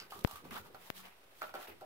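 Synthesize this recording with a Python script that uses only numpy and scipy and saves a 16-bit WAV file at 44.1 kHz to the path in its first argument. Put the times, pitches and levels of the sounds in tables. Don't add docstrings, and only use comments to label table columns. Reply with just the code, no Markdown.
import sys
import numpy as np
from scipy import signal
from scipy.fft import rfft, irfft, next_fast_len
from scipy.io import wavfile

SR = 44100
rng = np.random.default_rng(int(sys.argv[2]) if len(sys.argv) > 2 else 0)


def linear_from_db(decibels):
    return 10 ** (np.asarray(decibels, float) / 20)


def store_pcm(level_fs):
    pcm = np.round(np.clip(level_fs, -1, 1) * 32767).astype(np.int16)
    wavfile.write(sys.argv[1], SR, np.atleast_2d(pcm).T)


N = 81585

# [f/Hz, level/dB]
AIR_COLOUR = [(30, -12), (80, -4), (200, -12.5), (420, -2.5), (1300, -6), (3000, -9.5), (7200, -21.5),
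              (13000, -16.5), (16000, -29)]
# [f/Hz, correlation -1 to 1]
PORT_LIKENESS = [(60, 0.91), (240, 1), (950, 0.1), (3770, -0.17), (15000, 0.1)]
# [f/Hz, left minus right level/dB]
PORT_LEAN = [(60, -6), (380, -2), (2380, 0), (15000, -4.5)]
# [t/s, level/dB]
WEIGHT_LEVEL = [(0, -59.5), (.05, -68), (.15, -63), (.36, -64.5), (.42, -66), (.47, -56), (.55, -65.5),
                (.64, -59.5), (.8, -65), (.88, -74), (1.0, -70.5), (1.3, -86), (1.5, -68), (1.6, -73.5),
                (1.7, -74.5), (1.8, -70), (1.85, -66)]
# [f/Hz, level/dB]
WEIGHT_COLOUR = [(15, -47), (25, -17.5), (166, -3.5), (281, -7), (365, -4), (500, -5), (650, -27),
                 (1100, -120)]
# [start t/s, length t/s, drag level/dB, fine hiss level/dB, rising share 0-1]
FABRIC_STROKES = [(-.02, 0.12, -55.5, -60, 0), (0.101, 0.17, -58.5, -57, 0.16),
                  (0.229, 0.2, -59, -56.5, 0.51), (0.442, 0.1, -62, -65.5, 0.11),
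                  (0.507, .035, -51.5, -67, 0.2), (0.519, .11, -47.5, -53, 0.26),
                  (0.609, 0.094, -63.5, -66.5, 0.5), (0.745, 0.05, -56.5, -72, 0.05),
                  (0.76, 0.18, -59.5, -60, 0.59), (0.937, 0.11, -57.5, -56.5, 0.41),
                  (1.023, 0.078, -54, -62.5, 0.49), (1.067, 0.13, -67, -88, 0.3),
                  (1.32, 0.22, -67, -62.5, 0.51), (1.412, 0.15, -52, -76, 0),
                  (1.537, 0.088, -53.5, -62, 0.17), (1.582, 0.096, -53.5, -56.5, 0.46),
                  (1.67, 0.079, -51, -89, .15), (1.711, 0.098, -70, -93, 0.3),
                  (1.802, 0.067, -66, -75, 0.2)]
# [f/Hz, level/dB]
DRAG_COLOUR = [(150, -74), (250, -37), (299, -17.5), (1140, -4.5), (1340, -39.5), (1760, -2), (9000, -42.5),
               (11700, 10), (19800, -120)]
# [f/Hz, level/dB]
CLOTH_COLOUR = [(3000, 6), (4500, -1.5), (7200, -2), (9500, -4), (13000, 1), (16000, -5.5)]
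# [t/s, peak level/dB]
EDGE_TICKS = [(0.122, -54), (0.2415, -43.5), (0.2732, -42.5), (0.191, -50), (0.2085, -52), (0.3114, -42.5),
              (0.3574, -53.5), (0.508, -50.5), (0.7454, -58.5), (1.417, -59), (1.541, -52.5), (1.55, -49),
              (1.8104, -57.5)]
# [t/s, level/dB, favoured f/Hz, chatter t/s]
PAW_HITS = [(.17, -58, 109, 0.0077), (.16, -43, 334, 0.016), (.215, -47, 335, .004),
            (.33, -56, 84.5, 0.015), (.449, -47, 154, 0.017), (.455, -45.5, 380, .006),
            (.478, -50, 170, 0.0059), (.515, -48.5, 222, 0.013), (.525, -47, 374, .008),
            (.592, -53, 96, 0.0044), (.645, -60, 403, 0.018), (.705, -60, 406, .02),
            (1.69, -55, 76.5, 0.0069)]
# [f/Hz, level/dB, t60/s]
CUSHION_MODES = [(88, -2, .06), (165, -1, .08), (228, -3, .08), (400, -5, .08)]
# [t/s, level/dB, favoured f/Hz, chatter t/s]
STICK_HITS = [(.001, -36, 3500, 0.015), (.001, -45.5, 4840, 0.025), (.002, -59, 6900, .005),
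              (.001, -51, 1610, 0.045), (.022, -49, 4940, 0.011), (.108, -43, 3000, .006),
              (.121, -40.5, 900, 0.0022), (.125, -45, 1220, 0.0047), (.135, -46.5, 1210, 0.0037),
              (.155, -49, 1070, 0.0088), (.19, -52.5, 1150, 0.0036), (.2745, -44.5, 990, 0.0051),
              (.281, -48, 1150, 0.0025), (.295, -55, 1210, 0.015), (.311, -43, 1000, 0.0014),
              (.325, -52, 1200, 0.0091), (.357, -49.5, 1200, .003), (.37, -55, 1220, 0.022),
              (.45, -52, 1300, .008), (.451, -48.5, 760, .004), (.5095, -47, 1360, 0.0045),
              (.51, -55, 2300, .003), (.525, -52.5, 910, 0.014), (.538, -57, 3400, .004),
              (.545, -53, 2050, .004), (.55, -48.5, 920, .008), (.566, -48, 3000, 0.0036)]
# [f/Hz, level/dB, t60/s]
STICK_MODES = [(860, 2, .025), (975, -2, .035), (1171, 2, .045), (1238, 1, .05), (1496, 2, .03),
               (2090, -12, .015), (2980, -3, .018), (4690, 2, .022), (5010, 1, .018)]
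# [t/s, level/dB, favoured f/Hz, chatter t/s]
TUBE_HITS = [(.558, -44.5, 1340, 0.012), (.565, -42.5, 1330, 0.003), (.583, -63, 1300, 0.0082),
             (.652, -55.5, 1240, 0.0097), (.66, -49, 940, 0.023), (.746, -47.5, 833, .0025),
             (.748, -48, 1380, 0.0066), (.752, -55, 527, 0.0027), (.97, -47, 2860, 0.011),
             (.995, -52, 1240, 0.013), (1.054, -43, 2670, 0.0057), (1.056, -57, 2950, .003),
             (1.06, -67, 804, 0.0053), (1.073, -53, 830, 0.0044), (1.4187, -32, 1440, 0.00092),
             (1.429, -44, 1400, 0.0023), (1.419, -40.5, 587, 0.0017), (1.431, -41.5, 584, 0.011),
             (1.448, -63, 1310, 0.044), (1.455, -67, 920, 0.027), (1.493, -46, 1430, 0.002),
             (1.5405, -42.5, 1460, 0.0084), (1.541, -39, 748, 0.015), (1.5405, -73, 5300, .002),
             (1.49, -56, 536, 0.023), (1.545, -49, 367, 0.026), (1.552, -41.5, 1380, 0.01),
             (1.556, -39.5, 770, 0.0041), (1.577, -55.5, 770, 0.0072), (1.592, -45.5, 760, 0.0055),
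             (1.43, -57, 209, 0.034), (1.628, -52.5, 1370, 0.011), (1.63, -52, 726, 0.011),
             (1.677, -57, 1980, .002), (1.684, -44.5, 432, 0.0055), (1.70, -54.5, 383, 0.025),
             (1.811, -54.5, 1410, 0.0054), (1.813, -52.5, 615, .004), (1.819, -47.5, 750, 0.0036),
             (1.827, -45.5, 630, 0.0062), (1.84, -80, 645, 0.0061)]
# [f/Hz, level/dB, t60/s]
TUBE_MODES = [(360, 4, .07), (425, 0, .06), (615, 3, .07), (762, 3, .07), (885, -8, .05), (1232, -5, .05),
              (1341, 2, .055), (1438, -1, .04), (1840, -7, .03), (2440, -10, .02), (2920, -7, .02)]
# [t/s, push amplitude, snap amplitude, leak t/s]
FINGER_POPS = [
    (.24808, .39, .03, 1.0),
    (.90225, .04, .12, .0012),
]
# [t/s, level/dB]
FINGER_RUB = [
    (.93, -73),
    (.96, -63),
    (.99, -57),
    (1.03, -63),
    (1.06, -61.5),
    (1.085, -70),
    (1.11, -95),
]


def rms_one(x):
    return x / np.sqrt(np.mean(x ** 2) + 1e-20)


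def gain_curve(rows):
    s, db = np.transpose(rows)
    return linear_from_db(np.interp(np.arange(N) / SR, s, db))


def at_hz(points, hz):
    f, value = np.transpose(points)
    return np.interp(np.log(hz), np.log(f), value)


def filtered(x, order, hz, kind):
    return signal.sosfilt(signal.butter(order, hz, kind, fs=SR, output="sos"), x)


def drift(rate_hz):
    r = np.exp(-80 * np.pi * rate_hz / SR)
    slow = signal.lfilter([1], [1, -2 * r, r * r], rng.standard_normal(N // 40 + 2002))[2000:]
    return np.interp(np.arange(N) / 40, np.arange(len(slow)), rms_one(slow))


def ring(clicks, hz, t60):
    r, w = linear_from_db(-60 / (t60 * SR)), 2 * np.pi * hz / SR
    return signal.lfilter([0, np.sin(w)], [1, -2 * r * np.cos(w), r * r], clicks + 1e-18)


def banded(spectrum, patchy_db, rate_hz, grain_db):
    out = 0
    together = drift(rate_hz)
    edges = 22 * 2 ** np.arange(0, 9.6, .5)
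    white = rng.standard_normal((2, 2, N)) * linear_from_db(grain_db * drift(98))
    for k, (low, high) in enumerate(zip(edges, edges[1:])):
        hz = np.sqrt(low * high)
        if spectrum[0][0] * .9 < hz < spectrum[-1][0] * 1.1:
            mid, side = filtered(white[k % 2], 2, [low, high], "band")
            alike = np.clip(at_hz(PORT_LIKENESS, hz), -1, 1)
            flicker_db = patchy_db * (together + 1.5 * drift(rate_hz * 2))
            gain = linear_from_db(at_hz(spectrum, hz) + flicker_db)
            lean = linear_from_db(at_hz(PORT_LEAN, hz) * np.array([[.5], [-.5]]))
            pair = np.sqrt(1 + alike) * mid + np.sqrt(1 - alike) * side * [[1], [-1]]
            out = out + gain * lean * pair
    return rms_one(out)


def air():
    return linear_from_db(-64) * banded(AIR_COLOUR, patchy_db=0.0, rate_hz=24, grain_db=-1.0)


def room(x):
    t60_s, wall_cut_hz = 0.41, 2440
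    out, size = np.zeros((2, N)), next_fast_len(N + SR)
    spectrum = rfft(x, size)
    z = np.exp(-2j * np.pi * np.arange(size // 2 + 1) / size)
    dull = np.exp(-2 * np.pi * wall_cut_hz / SR)
    for k, lag in enumerate((rng.uniform(.006, .022, 12) * SR).astype(int)):
        loss = linear_from_db(-60 * lag / SR / t60_s)
        loop = loss * (1 - dull) / (1 - dull * z) * z ** lag
        out[k % 2] += irfft(spectrum * loop / (1 - loop), size)[:N] * (-1) ** (k // 2)
    return out


def rabbit_weight():
    return gain_curve(WEIGHT_LEVEL) * banded(WEIGHT_COLOUR, patchy_db=3.5, rate_hz=36, grain_db=-0.5)


def strokes(column):
    t, power = np.arange(N) / SR, 1e-14
    for row in FABRIC_STROKES:
        start, length, rising = row[0], row[1], row[4]
        u = np.clip((t - start) / length, 0, 1)
        bend = np.log(.5) / np.log(np.clip(rising, .05, .9))
        power = power + linear_from_db(2 * row[column]) * np.sin(np.pi * u ** bend) ** 2
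    return np.sqrt(power)


def crackle():
    grains_per_s, cycles = 900, 6.4
    sizes = linear_from_db(2.77 * np.minimum(rng.exponential(1, (2, N)), 4)) * rng.choice([-1, 1], (2, N))
    born = rng.random((2, N)) < grains_per_s / SR
    dealt = rng.integers(0, 14, (2, N))
    rings = 0
    for k, hz in enumerate(np.geomspace(800, 4800, 14)):
        rings = rings + ring(sizes * born * (dealt == k), hz, cycles / hz)
    return linear_from_db(-5) * rms_one(filtered(rings, 2, 600, "high"))


def upholstery_drag():
    rasp = banded(DRAG_COLOUR, patchy_db=2.5, rate_hz=12.2, grain_db=1.5)
    return strokes(column=2) * (rasp + crackle())


def edge_ticks():
    t60_s = .022
    clicks = np.zeros(N)
    s, db = np.transpose(EDGE_TICKS)
    clicks[(s * SR).astype(int)] = linear_from_db(db - 2.5)
    return signal.lfilter([1], [1, -linear_from_db(-60 / (t60_s * SR))], clicks + 1e-18)


def cloth_hiss():
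    ticks = edge_ticks() * linear_from_db(np.array([[-4], [1.5]]))
    gain = strokes(column=3) + ticks
    return gain * banded(CLOTH_COLOUR, patchy_db=0.45, rate_hz=53, grain_db=1.5)


def struck(hits, modes):
    chatter_per_s, thud_cycles, reach_octaves, grip_shift = 800, 13.0, .3, .008
    t = np.arange(4000) / SR
    out = np.zeros(N + t.size)
    shape = (len(hits), t.size)
    trains = (rng.random(shape) < chatter_per_s / SR) * rng.normal(0, .38, shape)
    trains[:, 0] = 1
    luck = rng.normal(0, 1.5, (len(hits), len(modes)))
    shifts = 1 + rng.normal(0, grip_shift, luck.shape)
    fade = np.cos(np.pi / 2 * t / t.size * SR) ** .5
    for (s, db, favoured_hz, chatter), train, own, shift in zip(hits, trains, luck, shifts):
        blows = linear_from_db(db - 6) * train * np.exp(-t / max(chatter, 1e-3))
        sound = linear_from_db(-6) * ring(blows, favoured_hz, thud_cycles / favoured_hz)
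        for (hz, level_db, t60), luck_db, bend in zip(modes, own, shift):
            near_db = -6 * abs(np.log2(hz / favoured_hz) / reach_octaves) ** 2
            sound += linear_from_db(level_db + near_db + luck_db) * ring(blows, hz * bend, t60)
        sound = filtered(sound, 3, .6 * favoured_hz, "high")
        edge = np.diff(blows, prepend=0)
        crack = sum(ring(edge, hz, .008) for hz in (2100, 2850, 4400))
        sound += linear_from_db(-1) * min(favoured_hz / 1300, 1) * crack
        i = max(int(s * SR), 0)
        out[i:i + t.size] += sound * fade
    return out[:N]


def paws():
    return struck(PAW_HITS, CUSHION_MODES)


def stick():
    return struck(STICK_HITS, STICK_MODES)


def tube():
    return struck(TUBE_HITS, TUBE_MODES)


def at_ports(knocks):
    left_lag_s = 0.00015
    late = np.interp(np.arange(N) - left_lag_s * SR, np.arange(N), knocks)
    direct = np.array([late * linear_from_db(1.2), knocks * linear_from_db(2.0)])
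    return direct + linear_from_db(-10) * room(knocks)


def finger_pops():
    slip_s, creep_s = .00011, .0009
    t, pressure, snaps = np.arange(N) / SR, np.zeros(N), np.zeros(N)
    for s, push, snap, leak in FINGER_POPS:
        near = np.exp(-abs(t - s) / slip_s)
        slow = np.exp(-abs(t - s) / np.where(t < s, creep_s, leak))
        pressure += np.where(t < s, -snap * (near + .3 * slow), push * slow + snap * near)
        snaps[int(s * SR)] = snap
    soft = filtered(pressure, 2, 3600, "low")
    soft = soft + .45 * ring(np.diff(snaps, prepend=0), 13500, .0005)
    return filtered(soft, 2, 105, "high")


def finger_rub():
    hum_hz = 185 + 4.5 * drift(15)
    hum = rms_one(np.sin(2 * np.pi * np.cumsum(hum_hz) / SR))
    return gain_curve(FINGER_RUB) * linear_from_db(-1.5 * drift(20)) * hum


def finger():
    return np.array([finger_pops() + finger_rub(), np.zeros(N)])


def scene():
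    background = air() + rabbit_weight()
    fabric = upholstery_drag() + cloth_hiss()
    knocks = at_ports(paws() + stick() + tube())
    return background + fabric + knocks + finger()


def low_pass(x):
    return signal.sosfilt(signal.butter(12, 16820, fs=SR, output="sos"), x)


def record(dry):
    cutoff_hz, offset = 15800, -.00048
    steep = signal.cheby2(20, 30, cutoff_hz * 1.005, fs=SR, output="sos")
    mix = signal.sosfilt(steep, dry) + offset
    return low_pass(mix)


dry = scene()
out = record(dry)
store_pcm(out)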